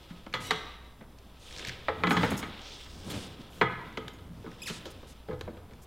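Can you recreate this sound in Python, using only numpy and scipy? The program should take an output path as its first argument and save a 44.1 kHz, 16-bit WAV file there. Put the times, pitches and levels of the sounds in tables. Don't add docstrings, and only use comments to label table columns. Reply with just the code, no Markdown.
import sys
import numpy as np
from scipy import signal
from scipy.fft import rfft, irfft, next_fast_len
from scipy.io import wavfile
from scipy.ndimage import map_coordinates

SR = 44100
rng = np.random.default_rng(int(sys.argv[2]) if len(sys.argv) > 2 else 0)


def output_pcm(signal):
    pcm = np.clip(np.atleast_2d(signal).T, -1, 1) * 32767
    wavfile.write(sys.argv[1], SR, np.round(pcm).astype(np.int16))


N = 258558

# f/Hz, level/dB
AIR_SPECTRUM = [(15, 3), (28, 7), (45, -5), (70, 0.5), (150, -7), (400, -14), (1000, -16.5), (2000, -29.5),
                (3500, -31), (5000, -53), (10000, -37), (16000, -42)]
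# t/s, rumble/dB, scrape/dB, grit/dB
ROLL_FADERS = [(0.0, -62.5, -59, -67), (0.36, -54, -64, -72), (0.52, -45, -47, -58),
               (0.78, -66.5, -58.5, -73), (1.06, -59, -73, -75.5), (1.4, -65, -62, -71),
               (1.63, -57, -45.5, -58), (1.84, -60.5, -53.5, -66), (2.09, -37.5, -57, -80),
               (2.24, -29.5, -43.5, -49), (2.45, -42, -53, -76), (2.71, -69.5, -49.5, -57.5),
               (2.97, -53.5, -61, -60.5), (3.15, -39, -47.5, -53.5), (3.36, -52, -57.5, -66.5),
               (3.93, -48.5, -60, -77), (4.26, -52.5, -75, -75.5), (4.51, -56, -59.5, -67),
               (4.7, -50.5, -56.5, -63.5), (5.22, -60.5, -64.5, -72), (5.45, -50.5, -73, -76),
               (5.86, -57.5, -68, -74)]
# f/Hz, level/dB, t60/s
FRAME_MODES = [(86, -1.5, 0.76), (124.2, -2, 0.54), (171, 0, 0.23), (239, -5.5, 0.073), (330.5, -2.5, 0.13),
               (437.9, 3.5, 0.24), (498, 0.5, 0.17), (812, -9.5, 0.32), (896, -12, 0.26), (1044, -11, 0.11),
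               (1257, -1.5, 0.34), (1361, -5, 0.072), (1426, -3, 0.11), (1507, -9, 0.058),
               (1704.1, 4, 0.076), (2004, -4.5, 0.25), (2170, -16, 0.1), (3074, -2.5, 0.12),
               (3314, 1.5, 0.23), (3614, -5.5, 0.2)]
# f/Hz, level/dB
SCRAPE_SPECTRUM = [(760, -21), (1300, -9), (1490, -6), (1950, 0.5), (2760, 6), (3550, 9), (9000, -33),
                   (11700, -37), (19800, -120)]
GRIT_SPECTRUM = [(3000, -15), (5000, 4.5), (6500, -4.5), (9000, -6.5), (13000, -32)]
FINE_SPECTRUM = [(7000, -27), (10000, -10), (13000, -4), (16000, 2)]
# t/s, clank peak/dB, boom f/Hz, boom/dB, body/dB, bite/dB, contact t60/s, ring/dB
FRAME_BLOWS = [(0.1028, -49, 198, 14.5, -8, -4, 0.089, -16), (0.2647, -42.5, 225, 4.5, 4.5, -3, 0.02, -47),
               (0.3385, -23, 117.6, -18, -12, 0, 0.056, -22), (0.508, -17, 192, -22, -10, 1, 0.031, -28.5),
               (1.009, -46, 156, 2, -1, -11, 0.072, -34), (1.673, -40, 111, 2, -20, 10, 0.048, -21),
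               (1.8838, -18.5, 99, -22, -6, -14, 0.037, -27),
               (2.0363, -16, 188, -14.5, -8, -8.5, 0.019, -16.5),
               (2.0704, -22.5, 208, 0.5, -6, -3, 0.037, -29), (2.1076, -18, 244, 0.5, -3.5, -3, 0.043, -23),
               (2.1164, -24.5, 229, -5, -6, -10, 0.017, -22), (2.167, -20, 192, -6.5, -7, -5.5, 0.037, -15),
               (2.1744, -28.5, 231, 2.5, -8, 1, 0.03, -48), (2.2319, -19, 213, -17, -2.5, -7, 0.049, -27),
               (2.2442, -25, 116, -7.5, -26, -9, 0.039, -33), (2.317, -30, 198, 2, 1, -8, 0.024, -38),
               (2.4272, -30, 240, -6.5, -7.5, -4, 0.079, -23), (2.8607, -51, 75.4, 1, -4, 3, 0.077, -21),
               (3.1017, -40.5, 196, 1, -1.5, 5.5, 0.17, -28),
               (3.6127, -14, 181, -11.5, -3, -10.5, 0.032, -20),
               (3.9734, -29.5, 195, -6, 0.5, -1.5, 0.022, -24), (4.081, -34, 75.4, -29, -16, 5, 0.015, -39),
               (4.1866, -53, 95, 9, 5, 3.5, 0.018, -21), (4.3009, -64.5, 172, 26.5, -3, -9, 0.029, -26),
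               (4.4433, -52.5, 147, 4.5, 15.5, -16, 0.047, -23),
               (4.4636, -41.5, 248, 6.5, -0.5, -17, 0.037, -21), (4.699, -39.5, 186, 6.5, 3, 9, 0.038, -29),
               (4.8551, -42.5, 74.5, -4.5, 7, 7.5, 0.071, -24.5), (5.03, -51, 157, 0, 8, -13, 0.028, -41),
               (5.2856, -45, 170, 8.5, 17.5, -7, 0.054, -17),
               (5.3096, -39.5, 102.3, -0.5, -6, -12, 0.036, -21),
               (5.3295, -50, 104, 16.5, 17.5, -2, 0.042, -29),
               (5.4105, -36.5, 85, -9, 4.5, 5.5, 0.018, -48), (5.4775, -44, 238, 8.5, 13, -17, 0.039, -39),
               (5.5687, -54, 114, 1, 7.5, -2, 0.052, -21), (5.71, -52, 75.4, 0, 2, -1.5, 0.057, -25)]
# low f/Hz, high f/Hz
BLOW_BANDS = [(300, 600), (800, 1500), (1500, 2250), (2850, 4200), (4300, 7000), (7000, 13500)]
# offset/dB, dB per dB of body, dB per dB of bite
BAND_LINKS = [(-0.5, 0.22, -0.1), (-11.5, 0.1, 1.22), (-19.5, .05, 1.8)]
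# t/s, peak/dB, 2 kHz note relative
# to the peak/dB
TICKS = [(0.328, -45, 6), (1.1868, -48.5, -7), (1.51, -43.5, 4), (1.5255, -40, -9),
         (1.5637, -35, -9), (1.576, -35, -20), (1.584, -33.5, -6), (1.5938, -31.5, -4),
         (1.6034, -40, -15), (1.6154, -49, -2), (1.6495, -30.5, 1), (1.6615, -40, -5),
         (1.67, -36, 3), (1.6851, -29, -4), (1.6936, -30, 1.5), (2.6176, -37, -12),
         (3.4161, -47, -7), (3.927, -53, -8), (4.516, -45.5, 0.5), (5.3937, -54, -8),
         (5.7348, -52.5, 3)]
# t/s, length/s, low f/Hz, high f/Hz, level/dB
GRIT_SLIDES = [(.4, 0.1, 2500, 11900, -48.5), (1.39, 0.27, 2780, 10000, -57),
               (2.092, 0.044, 6000, 15000, -47), (2.238, 0.019, 6000, 15000, -51.5),
               (2.305, .025, 7000, 15000, -54), (2.366, 0.043, 5000, 15000, -46),
               (2.617, 0.18, 3200, 6400, -52), (3.045, 0.24, 3000, 10800, -52.5),
               (3.097, 0.031, 2500, 15000, -45.5), (3.498, 0.14, 5000, 14900, -62.5),
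               (4.672, 0.019, 3000, 15000, -51), (4.698, 0.093, 2500, 8800, -48),
               (4.902, 0.022, 4500, 15000, -56), (5.069, 0.067, 2500, 12000, -57.5),
               (5.816, 0.034, 5400, 15000, -60)]
# t/s, ring/dB, spit/dB, brightness/(dB per octave)
PIN_STRIKES = [(.448, -48, -62, -2), (.468, -53, -42, 4), (.509, -51, -50, -2)]
WASHER_STRIKES = [(2.13, -44.5, -47, 2), (2.26, -55, -58, -7), (2.305, -49, -34.5, 6),
                  (2.377, -42, -35.5, 0), (4.083, -69, -55, -18), (4.135, -62, -57, 4)]
# f/Hz, level/dB, t60/s
PIN_MODES = [(2160, -4, .6), (2945, -1, .2), (3860, 0, 1.0), (5830, -5, .7), (7760, -10, .35),
             (11700, -14, .2), (15000, -13, .08)]
WASHER_MODES = [(5200, -1, 0.092), (6660, 0, 0.13), (8150, -11, 0.27), (10000, -16, 0.3),
                (12000, -14, 0.072)]
# t/s, slip rate/Hz, level/dB
SOLE_SLIPS = [(4.619, 2700, -44), (4.624, 2390, -43), (4.633, 2650, -46), (4.635, 3300, -44),
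              (4.643, 3700, -48), (4.648, 4000, -66), (4.657, 3600, -62), (4.660, 2750, -44),
              (4.668, 2480, -43), (4.680, 1700, -39), (4.698, 900, -43)]
# f/Hz, t60/s
ROOM_DECAY = [(100, 1), (300, 0.39), (1000, 1), (3500, 0.82), (6000, 0.36), (12000, 0.49)]
# f/Hz, level/dB
HISS_SPECTRUM = [(18, -41), (30, -13), (581, -4), (1240, -14), (1790, -18), (3030, -22), (4370, -11.5),
                 (5390, -3), (13900, 2.5), (15800, -14)]

AIR_DB, HUM_HZ, HUM_DB = -54, 59.5, -57
DRUM_DB, DRUM_FROM_RUMBLE = -1, 0.24
FINE_DB, FINE_FOLLOW = -74.5, 0.42
TICK_TREBLE_DB, TICK_T60_S = -18, 0.022
EVEN_HZ, RAGGED_HZ, SQUEAK_FADE_S = 2500, 1100, .003
TOP_HZ = 15900


def amp(db):
    return 10 ** (np.asarray(db) / 20)


def unit(x):
    return x / np.sqrt(np.mean(x ** 2) + 1e-20)


def along(points, hz):
    f, values = np.transpose(points)
    return np.interp(np.log(hz + 1), np.log(f + 1), values)


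def curves(rows):
    times, *columns = np.transpose(rows)
    return [np.interp(np.arange(N) / SR, times, column) for column in columns]


def wobble(rate):
    return map_coordinates(rng.standard_normal(int(N * rate / SR) + 4), [np.arange(N) * rate / SR])


def filtered(x, response):
    size = next_fast_len(N + SR // 2)
    return irfft(rfft(x, size) * response(np.fft.rfftfreq(size, 1 / SR)), size)[..., :N]


def noise(spectrum, spiky_db=0, rate=300):
    grains = amp(spiky_db * wobble(rate)) * rng.standard_normal(N)
    return unit(filtered(grains, lambda hz: amp(along(spectrum, hz))))


def band(x, edges):
    part = signal.sosfilt(signal.butter(3, edges, "bandpass", fs=SR, output="sos"), x)
    return part / np.abs(part).max()


def add(out, start, x):
    piece = out[round(start * SR):][:len(x)]
    piece += x[:len(piece)]


def room_tone():
    waver = amp(2.5 * wobble(5))
    hum = amp(HUM_DB) * waver * np.sqrt(2) * np.sin(2 * np.pi * HUM_HZ * np.arange(N) / SR)
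    return amp(AIR_DB + 0.44 * wobble(0.73)) * noise(AIR_SPECTRUM) + hum


def frame_drumming(x, lo_hz, hi_hz, spread):
    modes = [(hz, db, spread / t60) for hz, db, t60 in FRAME_MODES if lo_hz < hz < hi_hz]

    def response(f):
        return sum((-1) ** k * amp(db) * 1j * f * width / (hz * hz - f * f + 1j * f * width)
                   for k, (hz, db, width) in enumerate(modes))
    return unit(filtered(x, response))


def rolling_wheels():
    rumble_db, scrape_db, grit_db = curves(ROLL_FADERS)
    drum_db = DRUM_DB + DRUM_FROM_RUMBLE * rumble_db + (1 - DRUM_FROM_RUMBLE) * scrape_db
    fine_db = FINE_DB + FINE_FOLLOW * (grit_db - grit_db.mean())
    bumps = amp(3 * wobble(25)) * rng.standard_normal(N)
    rumble = amp(rumble_db) * frame_drumming(bumps, 50, 290, spread=14.5)
    drum = amp(drum_db) * frame_drumming(rng.standard_normal(N), 290, 1700, spread=20.4)
    scrape = amp(scrape_db) * noise(SCRAPE_SPECTRUM, spiky_db=1.6)
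    grit = amp(grit_db) * noise(GRIT_SPECTRUM, spiky_db=1.6)
    fine = amp(fine_db) * noise(FINE_SPECTRUM, spiky_db=1.6)
    patches = amp(1.2 * wobble(40))
    return rumble + drum + patches * (scrape + grit + fine)


def steel_ring(modes, t, scatter_db, blur):
    hz, db, t60 = np.transpose(modes)[..., None]
    db = db + scatter_db * rng.standard_normal(hz.shape)
    drift = blur * hz / SR * np.cumsum(rng.standard_normal((len(hz), len(t))), axis=1)
    return np.sum(amp(db - 60 * t / t60) * np.sin(2 * np.pi * hz * t + drift), axis=0)


def frame_clunks():
    out, t = np.zeros(N), np.arange(SR * 2 // 5) / SR
    attack = 1 - np.exp(-t / .0005)
    for start, clank_db, boom_hz, boom_db, body_db, bite_db, t60, ring_db in FRAME_BLOWS:
        rattle = rng.standard_normal(len(t)) * attack
        rattle[round(.001 * SR)] -= 5
        tones = amp(ring_db) * steel_ring(FRAME_MODES, t, scatter_db=3.5, blur=1.29) * attack
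        clunk_db, edge_db, spit_db = np.dot(BAND_LINKS, [1, body_db, bite_db])
        bands = [(boom_hz / 1.307, boom_hz * 1.372)] + BLOW_BANDS
        levels = clank_db + np.array([boom_db, body_db, clunk_db, 0, bite_db, edge_db, spit_db])
        decays = t60 * np.array([2.06, 1.32, 2.5, 1.5, 0.94, 2.0, 1.1])
        blow = sum(amp(level) * band(rattle * amp(-60 * (t / decay) ** 1.15) + tones, edges)
                   for level, decay, edges in zip(levels, decays, bands))
        add(out, start - .001, room_reverb(blow, wet_db=-10))
    return out


def room_reverb(x, wet_db):
    hz, t, spectra = signal.stft(rng.standard_normal(SR * 3 // 4), SR, nperseg=256)
    tail = signal.istft(spectra * amp(-60 * t / along(ROOM_DECAY, hz)[:, None]), SR, nperseg=256)[1]
    predelayed = np.pad(x, (300, 0))
    wet = signal.fftconvolve(predelayed, tail / np.linalg.norm(tail))
    return amp(wet_db) * wet + np.pad(x, (0, len(wet) - len(x)))


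def castor_ticks():
    out, t = np.zeros(N), np.arange(SR // 8) / SR
    attack = 1 - np.exp(-t / 0.00038)
    for start, db, note_db in TICKS:
        burst = rng.standard_normal(len(t)) * amp(-60 * t / TICK_T60_S) * attack
        treble = amp(TICK_TREBLE_DB) * band(burst, BLOW_BANDS[-1])
        note = amp(note_db) * band(burst, (1600, 2400))
        tick = band(burst, (2800, 6800)) + treble + note
        add(out, start - .001, room_reverb(amp(db) * tick, wet_db=-9.5))
    return out


def grit_brushes():
    out = np.zeros(N)
    for start, length, lo_hz, hi_hz, db in GRIT_SLIDES:
        swell = np.hanning(round(length * SR)) ** 0.19
        dust = signal.lfilter([1], [1, -.5], rng.standard_normal(len(swell)))
        add(out, start, amp(db) * swell * unit(band(dust, (lo_hz, hi_hz))))
    return out


def chinks(strikes, modes):
    out, t = np.zeros(N), np.arange(SR * 3 // 4) / SR
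    pivot_hz = modes[1][0]
    for start, ring_db, spit_db, tilt in strikes:
        tilted = [(hz, db + tilt * np.log2(hz / pivot_hz), t60) for hz, db, t60 in modes]
        spit = amp(spit_db) * band(rng.standard_normal(len(t)) * amp(-60 * t / 0.039), BLOW_BANDS[-1])
        ring = amp(ring_db) * steel_ring(tilted, t, scatter_db=1.5, blur=.9)
        add(out, start, room_reverb(ring + spit, wet_db=-8))
    return out


def sole_squeak():
    (start, first_hz, _), (end, last_hz, _) = SOLE_SLIPS[0], SOLE_SLIPS[-1]
    fade_in, fade_out = (start - SQUEAK_FADE_S, first_hz, -120), (end + SQUEAK_FADE_S, last_hz, -120)
    slip_hz, db = curves([fade_in] + SOLE_SLIPS + [fade_out])
    ragged = np.clip((EVEN_HZ - slip_hz) / (EVEN_HZ - RAGGED_HZ), 0, 1) ** 2
    jitter = (.025 + .25 * ragged) * wobble(900)
    phase = 2 * np.pi * np.cumsum(slip_hz * (1 + jitter)) / SR
    stack = sum(amp(-1.5 * k) * np.sin(k * phase + k * k) * (k * slip_hz < TOP_HZ) for k in range(1, 13))
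    presence_eq = [(500, -10), (2000, 7.5), (4000, 8.0), (12000, 1.0), (15000, -8)]  # f/Hz, gain/dB
    squeak = filtered(stack, lambda hz: amp(along(presence_eq, hz)))
    return room_reverb(amp(db - 3.5) * squeak, wet_db=-6.5)[:N]


def scene():
    loose_parts = chinks(PIN_STRIKES, PIN_MODES) + chinks(WASHER_STRIKES, WASHER_MODES)
    jack = frame_clunks() + castor_ticks() + loose_parts + rolling_wheels()
    mono = jack + grit_brushes() + sole_squeak() + room_tone()
    return np.array([mono, mono])


def record(dry):
    hiss = amp(-73) * np.array([noise(HISS_SPECTRUM), noise(HISS_SPECTRUM)])
    return filtered(dry + hiss, lambda hz: hz < TOP_HZ)


dry = scene()
out = record(dry)
output_pcm(out)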